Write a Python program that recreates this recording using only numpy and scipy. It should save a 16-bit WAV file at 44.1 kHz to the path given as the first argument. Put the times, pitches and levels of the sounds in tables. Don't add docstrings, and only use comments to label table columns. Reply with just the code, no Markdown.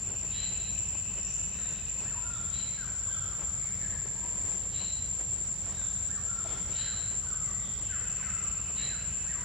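import sys
import numpy as np
from scipy import signal
from scipy.fft import rfft, irfft, next_fast_len
from scipy.io import wavfile
from scipy.ndimage import uniform_filter1d, map_coordinates

SR = 44100
rng = np.random.default_rng(int(sys.argv[2]) if len(sys.argv) > 2 else 0)


def unload_wav(signal):
    wavfile.write(
        sys.argv[1],
        SR,
        np.round(np.clip(np.atleast_2d(signal).T, -1, 1) * 32767).astype(np.int16),
    )


N = 416304


def amp(db):
    return 10 ** (np.asarray(db) / 20)


def unit(x):
    return x / np.sqrt(np.mean(x ** 2) + 1e-20)


def along(points, hz):
    point_hz, value = np.transpose(points)
    return np.interp(np.log(hz + 1), np.log(point_hz + 1), value)


def curves(rows):
    time_s, *columns = np.transpose(rows)
    return [np.interp(np.arange(N) / SR, time_s, column) for column in columns]


def wobble(rate):
    knots = rng.standard_normal(int(N * rate / SR) + 4)
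    return map_coordinates(knots, [np.arange(N) * rate / SR])


def phase_of(hz):
    return 2 * np.pi * np.cumsum(hz) / SR


def filtered(x, response):
    size = next_fast_len(x.shape[-1] + 8192)
    spectrum = rfft(x, size) * response(np.fft.rfftfreq(size, 1 / SR))
    return irfft(spectrum, size)[..., :x.shape[-1]]


# (pitch_hz, likeness)
LEFT_RIGHT_LIKENESS = [(40, .98), (80, 0.96), (170, 0.67), (350, 0.6), (700, 0.67), (1400, 0.74),
                       (2800, 0.77), (5500, 0.25), (9000, 0), (15000, 0.18)]


def diffuse(size):
    def mid_side_gains(hz):
        turn = np.arccos(np.clip(along(LEFT_RIGHT_LIKENESS, hz), -1, 1)) / 2
        return np.array([np.cos(turn), np.sin(turn)])

    mid, side = filtered(rng.standard_normal((2, size)), mid_side_gains)
    return np.array([mid + side, mid - side])


def rush(spectrum):
    return unit(filtered(diffuse(N), lambda hz: amp(along(spectrum, hz))))


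def forest(x, t60, wet_db, echo_s=0.12, echo_db=-40):
    t = np.arange(SR) / SR
    decay = amp(-60 * t / t60)
    far_stand = amp(echo_db) * np.exp(-((t - echo_s) / 0.048) ** 2)
    tail = diffuse(SR) * (decay + far_stand)
    tail *= amp(wet_db) / np.sqrt(np.sum(tail ** 2) / 2)
    tail[:, 0] += 1
    heard = signal.fftconvolve(np.atleast_2d(x), tail, axes=1)[:, :x.shape[-1]]
    return heard / np.sqrt(1 + amp(2 * wet_db))


def trunks(x, spread_s, db, count):
    delays_s = spread_s * (np.arange(count) + rng.uniform(.3, 1, count)) / count
    copies = sum(amp(db - 6 * d / spread_s) * np.pad(x, (int(d * SR), 0))[:N] for d in delays_s)
    return x + copies


def swell(s, length, taper):
    index = np.arange(max(int(s * SR), 0), min(int((s + length) * SR), N))
    progress = np.linspace(0, 1, len(index))
    return index, progress, np.abs(np.sin(np.pi * progress)) ** taper


def notes(rows, haze, flutter_rate, taper):
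    out = np.zeros(N)
    random_turn = wobble(flutter_rate) + 1j * wobble(flutter_rate)
    flutter = np.sqrt(1 - haze) + np.sqrt(haze / 2) * random_turn
    for s, length, start, middle, end, db in rows:
        index, progress, shape = swell(s, length, taper)
        bend = np.polyfit([0, .5, 1], [start, middle, end], 2)
        hz = np.polyval(bend, progress)
        tone = np.real(flutter[index] * np.exp(1j * phase_of(hz)))
        out[index] += amp(db) * np.sqrt(2) * shape * tone
    return out


TYMBAL_OVERTONES = [-24.5, 2, -32, -43]


def cicada(rate_hz, swing_hz, swing_rate, t60, wet_db, jitter_hz):
    swing = np.sin(phase_of(swing_rate * (1 + .035 * wobble(5))))
    phase = phase_of(rate_hz + swing_hz * swing + jitter_hz * wobble(150))
    lift_db = 2.5 * swing + 2 * wobble(5) - 2.5
    song = np.zeros(N)
    for overtone, db in zip(range(4, 8), TYMBAL_OVERTONES):
        extra_db = lift_db if overtone == 4 else 0
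        song += amp(db + extra_db) * np.sin(overtone * phase)
    heard = forest(np.pad(song, (SR, 0), mode="reflect"), t60, wet_db)[:, SR:]
    power = uniform_filter1d(heard ** 2, int(.7 * SR), axis=1)
    return heard / np.sqrt(np.abs(power) + 1e-12)


# (glide_start_s, glide_end_s, first_rate_hz,
# last_rate_hz, swing_hz, swings_per_s, level_db under the chorus, scatter_db over direct, jitter_hz)
CICADA_SINGERS = [(3.6, 5.6, 1454.5, 1459.3, 15, 11, 0, 10.5, 1.4),
                  (0, 8.5, 1501, 1518, 17, 10.6, -17.5, 15, 2.5),
                  (6, 8.2, 1448, 1431, 17, 11.4, -23, 15, 2.5),
                  (0, 9.4, 1552, 1560, 18, 11.2, -35.5, 15, 2.5)]
# (time_s, level_db)
CHORUS_STRENGTH = [(0, -35.5), (0.7, -33.5), (1.5, -35.5), (2.3, -35), (3.6, -34.5), (4.8, -34.0),
                   (6.3, -34), (7.7, -34), (9.4, -34.5)]
WAVER_DB, LEFT_DB = 1, 1.07


def cicadas():
    chorus = np.zeros((2, N))
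    for start, end, first_hz, last_hz, swing_hz, swing_rate, db, wet_db, jitter_hz in CICADA_SINGERS:
        rate_hz, = curves([(start, first_hz), (end, last_hz)])
        chorus += amp(db) * cicada(rate_hz, swing_hz, swing_rate, t60=1.0, wet_db=wet_db, jitter_hz=jitter_hz)
    level_db, = curves(CHORUS_STRENGTH)
    waver_db = WAVER_DB * np.array([wobble(9), wobble(9)])
    lean_db = LEFT_DB * np.array([[1], [-1]])
    return chorus * amp(level_db + waver_db + lean_db)


WHISTLE_MOTIFS = {"slur": [(0, .085, 0.98, .89, .68, 0)], "short slur": [(0.0011, .065, 0.99, .9, .87, 0)],
                  "pip": [(0.003, 0.05, 0.91, 0.98, 1, 0)], "long note": [(0, .2, 0.99, 0.85, 1.02, 0)],
                  "high arch": [(-.045, .065, .7, 1, 0.95, -1.5), (.015, .053, .93, .7, .61, -2),
                  (.13, .08, .72, .79, 0.74, 1.5), (.21, 0.079, .78, .77, 0.663, 1.5)],
                  "low arch": [(-.065, 0.039, 0.94, .72, 0.585, -5.5), (-.03, 0.041, .88, 1, 0.91, -1),
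                  (.01, 0.0459, 0.92, .83, 0.767, -0.5), (.085, 0.0695, .89, .85, .79, -2.5),
                  (.185, .045, .79, .76, 0.76, -3)]}
# (beat_s, motif, pitch_hz, level_db)
WHISTLE_SONG = [(2.09, "high arch", 1781, -50.5), (2.149, "pip", 991, -47), (2.775, "slur", 1705, -48),
                (3.125, "low arch", 1594, -47.5), (3.81, "short slur", 1900, -52),
                (3.92, "short slur", 1930, -52), (4.14, "pip", 930, -53.5), (4.22, "pip", 978, -49),
                (5.769, "slur", 1727, -54), (6.134, "high arch", 1770, -49), (6.86, "slur", 1720, -49.5),
                (7.29, "low arch", 1522, -48.5), (7.43, "long note", 2250, -57), (7.894, "slur", 1615, -47),
                (8.245, "low arch", 1578, -46.5), (8.501, "long note", 1220, -65),
                (8.885, "slur", 1773, -49), (9.305, "high arch", 1856, -48.5), (9.37, "pip", 990, -52)]


def whistler():
    rows = []
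    for beat, motif, hz, db in WHISTLE_SONG:
        for after, length, start, middle, end, note_db in WHISTLE_MOTIFS[motif]:
            rows.append((beat + after, length, hz * start, hz * middle, hz * end, db + note_db))
    song = notes(rows, haze=.06, flutter_rate=220, taper=0.25)
    low = filtered(song, lambda hz: 1 / (1 + (hz / 1080) ** 24))
    high = trunks(song - low, spread_s=.17, db=-8.5, count=5)
    return forest(high, t60=2.2, wet_db=0.5, echo_s=0.2, echo_db=-21) + forest(low, t60=1, wet_db=-2)


# (start_s, length_s, tone_db, rasp_db, echo_delay_s, echo_db)
RASPY_CALL_TIMES = [(.294, .2, -41.5, -46.5, .22, -52), (2.495, .17, -46.5, -49, .11, -55),
                    (4.7, .2, -43.5, -49.5, .11, -51.5), (6.699, .22, -42.5, -46, .13, -49),
                    (8.748, .15, -39, -47.5, .15, -61)]
CALL_PITCHES = (3756, 3990, 4014)
# (pitch_hz, level_db)
RASP_COLOUR = [(1200, -21), (1900, -10), (2400, -11), (3050, -4), (3450, -12), (3850, -19), (4250, -5.5),
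               (4700, -13.5), (6000, -25), (8000, -60)]
ECHO_STRETCH = 1.29


def raspy_bird():
    start, middle, end = CALL_PITCHES
    calls, returns, effort = [], [], np.zeros(N)
    for s, length, tone_db, rasp_db, delay, echo_db in RASPY_CALL_TIMES:
        calls.append((s, length, start, middle, end, tone_db))
        returns.append((s + delay, ECHO_STRETCH * length, middle, middle, end, echo_db))
        index, _, shape = swell(s, length, taper=0.85)
        effort[index] = amp(rasp_db) * shape
    tone = notes(calls, haze=.6, flutter_rate=350, taper=1.2)
    echo = notes(returns, haze=.9, flutter_rate=360, taper=.8)
    clear = forest(tone, t60=.7, wet_db=2) + forest(echo, t60=.6, wet_db=0)
    rasp = forest(effort * rush(RASP_COLOUR)[0], t60=1.8, wet_db=1.5)
    call = clear + rasp
    bounce = round(SR / 102)
    return call + 0.28 * np.pad(call, ((0, 0), (bounce, 0)))[:, :N]


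# (start_s, length_s, pitch_hz, level_db)
SAGGING_CHIRPS = [(1.486, .31, 3780, -54.5), (1.496, 0.26, 1772, -53.5), (2.291, 0.13, 3570, -53.5),
                  (2.617, 0.13, 2316, -54), (3.008, .2, 3360, -54), (3.56, 0.17, 2080, -53.5),
                  (3.761, .15, 1904, -51.5), (5.664, 0.25, 3740, -54), (6.361, 0.27, 3430, -53.5),
                  (6.758, 0.15, 1693, -48), (7.59, .12, 3440, -51), (7.809, 0.1, 2980, -53),
                  (7.88, 0.13, 1870, -47), (8.159, 0.16, 1984, -48), (8.764, 0.092, 1980, -43),
                  (9.241, 0.19, 1890, -49)]
CHIRP_SAG_HZ = 271.4
# (start_s, length_s, pitch_hz, rise_hz, level_db)
HIGH_CHIRPS = [(.1, 0.085, 5730, 50, -55), (.66, 0.12, 5800, 60, -55), (1.17, .2, 5850, 993, -48),
               (1.26, .22, 6740, 407, -47)]


def far_birds():
    glides = [(s, length, hz, -CHIRP_SAG_HZ, db) for s, length, hz, db in SAGGING_CHIRPS]
    glides += list(HIGH_CHIRPS)
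    rows = [(s, length, hz - rise / 2, hz, hz + rise / 2, db) for s, length, hz, rise, db in glides]
    song = notes(rows, haze=1, flutter_rate=640, taper=.9)
    return forest(song, t60=1.4, wet_db=9)


# (start_s, length_s, level_db)
TRILL_BOUTS = [(0, 2.36, -54), (7.857, 1.66, -55)]
# (pitch_hz, level_db)
TRILL_COLOUR = [(1800, -46), (2380, -4.5), (2640, 8.5), (2790, -3.5), (2980, 4), (3170, -20), (3800, -57)]


def trill():
    effort = np.zeros(N)
    for s, length, db in TRILL_BOUTS:
        index, _, shape = swell(s, length, taper=0.25)
        effort[index] = amp(db) * shape
    throb = np.sin(phase_of(9.5 + wobble(2.5)))
    return effort * amp(1.8 * throb) * rush(TRILL_COLOUR)


def far_chatter(count):
    rows = []
    for when, pitch, bend, far in rng.random((count, 4)):
        hz = 900 * 3 ** pitch
        rows.append((when * N / SR, .07, hz * (1 + .2 * bend), hz, hz * (1 - .1 * bend), -8 * far))
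    song = notes(rows, haze=.1, flutter_rate=150, taper=1)
    return amp(-59) * forest(song, t60=1, wet_db=8)


STIR_S, STIR_BODY_DB, STIR_CRISP_DB, STIR_SPREAD_DB = 0.019, -60, -61, 1


def stirs(count):
    return [(when * N / SR, STIR_S, STIR_BODY_DB - STIR_SPREAD_DB * body, STIR_CRISP_DB - STIR_SPREAD_DB * crisp)
            for when, body, crisp in rng.random((count, 3))]


# (peak_s, length_s from the peak down to about an eighth, body_db, crisp_db)
LEAF_RUSTLES = [(.103, 0.085, -52, -70), (.243, 0.036, -50, -71), (.527, 0.032, -52, -68),
                (.95, 0.023, -51, -70), (.988, .015, -64, -55), (1.182, 0.032, -48, -57),
                (1.708, 0.053, -56, -55), (2.034, 0.053, -51.5, -49.5), (3.415, 0.061, -48, -65),
                (4.061, .019, -48, -68), (4.42, 0.46, -53.5, -69), (4.52, 0.13, -67, -53.5),
                (5.21, 0.03, -49, -54), (5.692, 0.1, -48.5, -52.5), (5.82, 0.078, -70, -57),
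                (6.54, 0.12, -49, -50.5), (6.715, 0.072, -51.5, -53), (7.794, 0.029, -63, -57),
                (8.705, 0.017, -49, -55)]
# (pitch_hz, level_db)
BODY_COLOUR = [(150, 0), (350, 7), (800, 2.5), (1500, -4.5), (3000, -6), (6000, -47), (12000, -45)]
CRISP_COLOUR = [(1500, -1), (3500, -8), (5500, -5), (6500, -3), (8500, -10), (11000, -26), (16000, -40)]
# (start_s, length_s, start_hz, middle_hz, end_hz, level_db)
SOFT_KNOCK = [(6.447, 0.026, 667, 668, 575, -43.5)]


def leaves():
    t, crisp = np.arange(N) / SR, np.zeros(N)
    body = amp(-61.0 + 3.8 * wobble(16))
    for s, length, body_db, crisp_db in list(LEAF_RUSTLES) + stirs(count=14):
        shape = np.exp(-2 * ((t - s) / length) ** 2)
        body = np.hypot(body, amp(body_db) * shape)
        crisp += amp(crisp_db) * shape
    grain = unit(amp(1.9 * wobble(180)))
    rustle = grain * (body * rush(BODY_COLOUR) + crisp * rush(CRISP_COLOUR))
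    knock = notes(SOFT_KNOCK, haze=0.27, flutter_rate=660, taper=.8)
    return rustle + forest(knock, t60=0.23, wet_db=-17)


# (pitch_hz, level_db)
RUMBLE_COLOUR = [(18, -55), (25, -22), (33, -10), (46, -8), (58, -1), (75, -1), (90, 0.5), (115, -4),
                 (140, -4), (165, -8), (195, -9.5), (225, -13.5), (280, -36), (600, -59)]
AIR_COLOUR = [(100, 1.5), (300, 0), (500, -0.5), (750, -2.5), (1100, -4.5), (1600, -5), (2300, -7),
              (3500, -8), (5000, -6), (6800, -5.5), (7800, -10), (8200, -22.5), (10500, -18), (15700, -26)]
# (pitch_hz, level_db)
HUM_TONES = [(49, -50.5), (189, -59.5)]
RUMBLE_DB, AIR_DB = -45.5, -52.5


def background():
    rumble = amp(RUMBLE_DB + 0.6 * wobble(7.3)) * rush(RUMBLE_COLOUR)
    hum = np.zeros(N)
    for hz, db in HUM_TONES:
        tone = np.sqrt(2) * np.sin(phase_of(hz + 1.76 * wobble(7)))
        hum += amp(db + 1.0 * wobble(11)) * tone
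    air = amp(AIR_DB + 0.2 * wobble(3.4)) * rush(AIR_COLOUR)
    lean_db = .35 * np.array([[1], [-1]])
    return (rumble + hum) * amp(lean_db) + air


def scene():
    birds = whistler() + raspy_bird() + far_birds() + trill() + far_chatter(count=60)
    return cicadas() + birds + leaves() + background()


TOP_HZ = 15750


def record(dry):
    def response(hz):
        bass_cut = 1 - 1 / (1 + (hz / 33) ** 8)
        return bass_cut * (hz < TOP_HZ)

    return filtered(dry, response)


dry = scene()
out = record(dry)
unload_wav(out)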